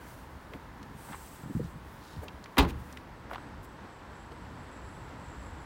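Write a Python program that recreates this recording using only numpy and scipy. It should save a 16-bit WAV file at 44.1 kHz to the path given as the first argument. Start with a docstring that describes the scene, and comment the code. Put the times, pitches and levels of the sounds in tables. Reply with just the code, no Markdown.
"""Tailgate slam in an open car lot

A hatchback's tailgate is pulled down by hand, knocking dully, and slammed: the latch touches and
snaps home, the steel panel rings and the trapped cabin air booms. Shoes scuff gritty asphalt, trim
clicks and a sleeve swishes. Distant traffic, a light breeze and a thin, high sizzle sit behind."""
import sys
import numpy as np
from scipy import signal
from scipy.fft import rfft, irfft
from scipy.io import wavfile
from scipy.ndimage import uniform_filter1d

SR = 44100
rng = np.random.default_rng(int(sys.argv[2]) if len(sys.argv) > 2 else 0)


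def generate_wav(sig):
    """Save sig (samples, or channels by samples) to the path in sys.argv[1] as 16-bit PCM at SR."""
    pcm = np.round(np.clip(np.atleast_2d(sig).T, -1, 1) * 32767).astype(np.int16)
    wavfile.write(sys.argv[1], SR, pcm)


N = 249165
T = np.arange(N) / SR
AGE = T[:SR]  # the second after a blow


def amp(db):
    """Decibels to gain."""
    return 10 ** (np.asarray(db) / 20)


def unit(x):
    """Scale to rms 1."""
    return x / np.std(x)


def add(out, start, x):
    """Mix x in at start seconds."""
    i = int(start * SR)
    out[i:i + len(x)] += x[:N - i]


def bell(t, middle, half):
    """A smooth swell to 1 and back."""
    return np.exp(-((t - middle) / half) ** 2)


def fade(t60):
    """Free decay, 60 dB in t60 seconds."""
    return np.exp(-np.log(1000) * AGE / t60)


def ring(modes):
    """Sum of struck modes: (frequency [Hz], level [dB], t60 [s])."""
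    return sum(amp(db) * fade(t60) * np.sin(2 * np.pi * hz * AGE) for hz, db, t60 in modes)


def wobble(rate_hz):
    """Smooth random modulation with a spread of 1."""
    hold = int(SR / rate_hz)
    steps = np.repeat(rng.standard_normal(N // hold + 1), hold)
    return unit(uniform_filter1d(steps, hold)[:N])


def noise(colour, size):
    """Noise of rms 1, shaped by points of (frequency [Hz], relative level [dB])."""
    hz, db = np.transpose(colour)
    bins_hz = np.fft.rfftfreq(size, 1 / SR) + 1
    gain = amp(np.interp(np.log(bins_hz), np.log(hz), db))
    return unit(irfft(rfft(rng.standard_normal(size)) * gain, size))


def noise_band(hz, q):
    """A second of noise through one resonance."""
    resonance = signal.iirpeak(hz, max(q, 1), fs=SR)
    return unit(signal.lfilter(*resonance, rng.standard_normal(SR)))


def soften(x, hz):
    """Roll off the treble above hz."""
    return signal.sosfilt(signal.butter(2, min(hz, 0.45 * SR), fs=SR, output="sos"), x)


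def traffic(level_db=-50.5, rise_start=2.64, rise_db_per_s=1.13, drift_db=0.46):
    """Tyre wash of distant roads: steady, then growing as the listener steps clear of the car."""
    # road wash spectrum: (frequency [Hz], relative density [dB])
    colour = [(50, -32), (100, -9.5), (270, -6), (400, -10.5), (720, -12.5), (930, -7.5), (1200, -13),
              (1500, -14), (1850, -16.5), (2400, -24), (4300, -30.5), (6300, -37.5), (9500, -45),
              (15500, -49.5)]
    rise_db = rise_db_per_s * np.maximum(T - rise_start, 0)
    return noise(colour, N) * amp(level_db + rise_db + drift_db * wobble(8.7))


def breeze(lull_db=-52.5, buffet_db=1.4):
    """A light breeze buffets the microphone in low, rumbling gusts."""
    # wind rumble spectrum: (frequency [Hz], relative density [dB])
    colour = [(20, -25), (40, -4), (62, 2), (100, -3.5), (170, -9.5), (300, -19), (700, -57)]
    # gusts: (middle [s], half length [s], lift [dB])
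    gusts = [(3.45, 0.24, 3), (4.53, .11, 7.5), (4.98, .09, 7), (5.45, .42, 5.5)]
    gust_db = sum(lift * bell(T, middle, half) for middle, half, lift in gusts)
    return noise(colour, N) * amp(lull_db + gust_db + buffet_db * wobble(10))


def sizzle(upper_ratio=1.37, upper_db=-11.5, wander_hz=100, edge_s=.25, pulse_hz=3.9, pulse_fade_s=1.3):
    """Narrow, wavering hiss with a weaker band above; each spell swells or fades as its pitch sinks."""
    # spells of sizzle: (start [s], length [s], level [dB], swell [dB/s], first pitch [Hz],
    # settled pitch [Hz], settling time [s], width [Hz], pulse depth [dB])
    spells = [(.94, 1.03, -51.5, -30.5, 9400, 7850, .11, 450, 0),
              (3.04, 3.0, -78.5, 3.9, 8100, 7330, 2.2, 330, 7)]
    out = np.zeros(N)
    for start, length, db, swell, first_hz, settled_hz, settling, width_hz, depth_db in spells:
        age = np.clip(T - start, 0, length)
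        gate = np.clip(np.minimum(age, length - age) / edge_s, 0, 1)
        pulse_db = -depth_db * np.exp(-age / pulse_fade_s) * np.cos(2 * np.pi * pulse_hz * age)
        hz = settled_hz + (first_hz - settled_hz) * np.exp(-age / settling) + wander_hz * wobble(14)
        phase = 2 * np.pi * np.cumsum(hz) / SR
        lower = unit(soften(rng.standard_normal(N), width_hz) * np.sin(phase))
        upper = unit(soften(rng.standard_normal(N), width_hz) * np.sin(upper_ratio * phase))
        bands = lower + amp(upper_db + 2.5 * wobble(8)) * upper
        out += bands * gate * amp(db + swell * age + pulse_db + 1.5 * wobble(14))
    return out


def lot_echo(x, wet_db=-30, t60=0.45, dull_hz=2500, build_s=.02):
    """Parked cars and the showroom front scatter a faint, dull echo."""
    tail = soften(rng.standard_normal(SR), dull_hz) * fade(t60) * (1 - np.exp(-AGE / build_s))
    return amp(wet_db) * signal.fftconvolve(x, tail / np.linalg.norm(tail))[:N]


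def sleeve(attack_s=0.11, release_s=0.16, rustle_db=-68, rustle_end=2.9, fade_s=.35, flutter_db=1):
    """Cloth hiss: each arm stroke swells over a faint rustle that dies away once the lid is shut."""
    # arm strokes: (peak time [s], level [dB])
    strokes = [(.07, -58.5), (1.07, -55.5), (1.26, -54.5), (1.57, -62), (1.94, -64.5), (2.12, -65),
               (2.84, -62.5), (3.68, -74)]
    # cloth hiss spectrum: (frequency [Hz], relative density [dB])
    colour = [(2500, 2), (4200, -0.5), (6500, 0.5), (8500, 1), (11000, 0.5), (13000, -1), (15500, 3)]
    rustle = amp(rustle_db) * np.exp(-np.maximum(T - rustle_end, 0) / fade_s)
    power = rustle ** 2
    for peak, db in strokes:
        stroke = amp(db) * bell(T, peak, np.where(T < peak, attack_s, release_s))
        power += stroke ** 2
    return noise(colour, N) * np.sqrt(power) * amp(flutter_db * wobble(40.1))


def clicks(t60=0.023, snap_db=-5, snap_hz=12000):
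    """Dry clicks of trim and grit, snappier when high and broad."""
    # trim and grit clicks: (time [s], level [dB], centre [Hz], sharpness [Q])
    hits = [(.5358, -37, 1600, 1.2), (.829, -46.5, 3300, 0.87), (1.130, -40.5, 1490, 1.1),
            (2.2825, -35.5, 3010, 7.5), (2.440, -44.5, 4600, 2.1), (2.4583, -39.5, 1600, 1.4),
            (2.926, -45.5, 5230, 1.2), (2.972, -39, 2110, 0.88), (3.298, -40, 1100, 1.7),
            (3.3119, -33.5, 1000, 2.3), (3.3347, -41, 2300, 1.4), (3.347, -35.5, 1410, 1.3),
            (3.3568, -42, 2930, 5), (3.3576, -33, 1020, 2.4), (3.381, -38, 1050, 2.1),
            (4.319, -52, 3300, 2.4)]
    out = np.zeros(N)
    for start, db, hz, q in hits:
        body = unit(soften(noise_band(hz, q), 2 * hz))
        snap = amp(snap_db) * hz / snap_hz / q * noise_band(snap_hz, 1)
        add(out, start, amp(db) * (body + snap) * fade(t60))
    return out


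def scuffs(grit_db=2.5, rub_q=1.8, hiss_hz=12000):
    """Soles and trim rub briefly, catching and slipping on grit."""
    # rubs: (middle [s], half length [s], rub level [dB], centre [Hz], fine hiss level [dB])
    rubs = [(.55, .028, -48, 520, -69), (1.101, .016, -45, 900, -75), (1.137, .023, -43.3, 1030, -75),
            (1.65, .025, -61, 4100, -85), (2.104, 0.098, -59, 3900, -75), (2.24, 0.019, -44, 400, -59.5),
            (2.696, .018, -48.5, 2230, -55.5), (2.919, .03, -56, 1470, -72), (3.328, .025, -40.5, 620, -63),
            (3.644, .016, -68, 11000, -60), (4.323, .013, -46, 400, -74)]
    out = np.zeros(N)
    for middle, half, db, hz, hiss_db in rubs:
        grit = amp(grit_db * wobble(400)[:SR])
        rub = amp(db) * unit(soften(noise_band(hz, rub_q), 3 * hz) * grit)
        hiss = amp(hiss_db) * unit(noise_band(hiss_hz, 1) * grit)
        add(out, middle - .5, (rub + hiss) * bell(AGE, 0.4992, half))
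    return out


def hand_knocks(spread=0.3, contact_s=0.0044):
    """A padded hand pushes slowly and wakes mostly the lid modes near the pace of its push."""
    # dull knocks on the lid, with one faint thump after it shuts:
    # (time [s], level [dB], centre of the push [Hz])
    knocks = [(.548, -31, 285), (.806, -35, 292), (.898, -35, 231), (.948, -37.5, 169), (1.098, -33.5, 196),
              (1.435, -33.5, 160), (1.458, -31, 170), (1.497, -25, 256), (1.550, -19.5, 191),
              (1.567, -22.5, 135), (1.594, -22.5, 460), (1.6, -23.5, 205), (1.615, -28, 140),
              (1.644, -27.5, 128), (1.755, -35, 158), (2.165, -33.5, 149), (2.178, -34.5, 87),
              (3.459, -35.5, 295)]
    # modes of the lid with its trim: (frequency [Hz], relative level [dB], t60 [s])
    lid_modes = [(82.7, 4, 0.15), (122.3, 4.5, 0.047), (151.5, 6.5, 0.066), (205, 6, 0.051),
                 (274, 1, 0.062), (380, -12, 0.11), (474, 3.5, 0.039)]
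    out = np.zeros(N)
    attack = 1 - np.exp(-(AGE / contact_s) ** 2)
    for start, knock_db, push_hz in knocks:
        woken = [(hz, db - 6 * np.log2(hz / push_hz) ** 2 / spread, t60) for hz, db, t60 in lid_modes]
        add(out, start, amp(knock_db) * ring(woken) * attack)
    return out


def cabin_boom(start=2.5808, push_hz=61, push_s=0.055, push_db=-15.5, sway_start=2.595, build_s=0.027):
    """The lid squeezes the cabin air for a few heavy cycles, then air and shell sway on."""
    # modes of cabin air and body shell: (frequency [Hz], level [dB], t60 [s])
    cabin_modes = [(49.2, -39, 0.98), (71.9, -27, 0.82), (78, -37, 0.57), (115.6, -32, 0.32),
                   (144, -32.5, 0.38), (165.6, -31.5, 0.27), (216, -30, 0.34)]
    out = np.zeros(N)
    swell = np.sin(np.pi * np.minimum(AGE / push_s, 1)) ** 2
    add(out, start, amp(push_db) * swell * np.sin(2 * np.pi * push_hz * AGE))
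    add(out, sway_start, ring(cabin_modes) * (1 - np.exp(-AGE / build_s)))
    return out


def panel_ring(start=2.5835, gain_db=1.5, build_s=0.0025):
    """The whole steel skin rings once the lid comes home against its stops."""
    # modes of the tailgate skin: (frequency [Hz], relative level [dB], t60 [s])
    skin_modes = [(277.6, -13.5, 0.11), (332, -23.5, 0.25), (398, -20, 0.16), (433.5, -27, 0.16),
                  (525, -33, 0.22), (800, -23.5, 0.14), (870, -24.5, 0.15), (1037, -29, 0.12),
                  (1113, -32, 0.2), (1175, -38, 0.16), (1246, -39, 0.23), (1430, -37, 0.16),
                  (1704, -38, 0.14), (2013, -31.5, 0.13), (2390, -26, 0.08), (2616, -29, 0.11),
                  (3300, -34, 0.13), (3340, -37, 0.1), (3570, -34, 0.12), (3830, -36, 0.13),
                  (4100, -44, 0.11), (4340, -43, 0.1), (4920, -43, 0.13)]
    out = np.zeros(N)
    add(out, start, amp(gain_db) * ring(skin_modes) * (1 - np.exp(-AGE / build_s)))
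    return out


def clatter():
    """Dense panel modes as noise bands; the low ones take longer to build and to die."""
    # the skin's crowd of finer modes: (frequency [Hz], relative density [dB], t60 [s])
    bands = [(60, -6, .5), (130, -3.5, 0.7), (323, 0.5, 0.31), (666, -4.5, 0.18), (970, 1, 0.15),
             (1500, -11.5, 0.17), (2400, -4.5, 0.085), (3940, -7, 0.11), (5800, -22, 0.15),
             (9000, -19.5, .09), (15000, -16, .08)]
    centres, levels, decays = np.transpose(bands)
    spectrum = rfft(noise(np.transpose([centres, levels]), SR))
    log_hz = np.log(np.arange(len(spectrum)) + 1)
    out = np.zeros(SR)
    for hz, t60, solo in zip(centres, decays, np.eye(len(centres))):
        crossfade = np.interp(log_hz, np.log(centres), solo)  # 1 at this centre, 0 at its neighbours
        out += irfft(spectrum * crossfade, SR) * fade(t60) * (1 - np.exp(-AGE * hz))
    return out


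def slam(crack_t60=0.032):
    """Latch and seal meet in a quick run of blows; each cracks and shakes another part of the lid."""
    # latch and panel blows: (time [s], level [dB], brightness [Hz], relative crack level [dB])
    blows = [(2.5700, -21, 1430, -15), (2.5812, -21, 7000, 4), (2.5840, -20, 4500, 4.5),
             (2.5879, -24.5, 7000, 4), (2.5950, -25.5, 9000, 0.5), (2.6050, -36, 9000, -10),
             (2.6133, -27.5, 1110, -18), (2.6272, -24.5, 1190, -11), (2.6359, -36, 1400, -9),
             (2.6490, -34.5, 2000, -6)]
    # crack spectrum of the steel latch: (frequency [Hz], relative density [dB])
    latch_colour = [(500, -21), (1500, 3.5), (2500, 1), (4200, -4.5), (5500, -15), (7000, -20),
                    (15500, -16)]
    out = np.zeros(N)
    for start, db, bright_hz, crack_db in blows:
        crack = amp(crack_db) * noise(latch_colour, SR) * fade(crack_t60)
        add(out, start, amp(db) * (soften(clatter(), bright_hz) + crack))
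    return out


def scene():
    """The tailgate and the person beside it, over the ambience of the open lot, in mono."""
    near = slam() + panel_ring() + cabin_boom() + hand_knocks() + clicks() + scuffs()
    return (near + lot_echo(near) + sleeve() + sizzle() + traffic() + breeze())[None]


def record(dry, low_cut_hz=26, ceiling=0.49, top_hz=15850):
    """The phone thins the deepest bass, rounds the loudest peaks and cuts the top."""
    thin = signal.sosfilt(signal.butter(2, low_cut_hz, "high", fs=SR, output="sos"), dry)
    rounded = ceiling * np.tanh(thin / ceiling)
    return signal.sosfilt(signal.ellip(10, .2, 70, top_hz, fs=SR, output="sos"), rounded)


dry = scene()
out = record(dry)
generate_wav(out)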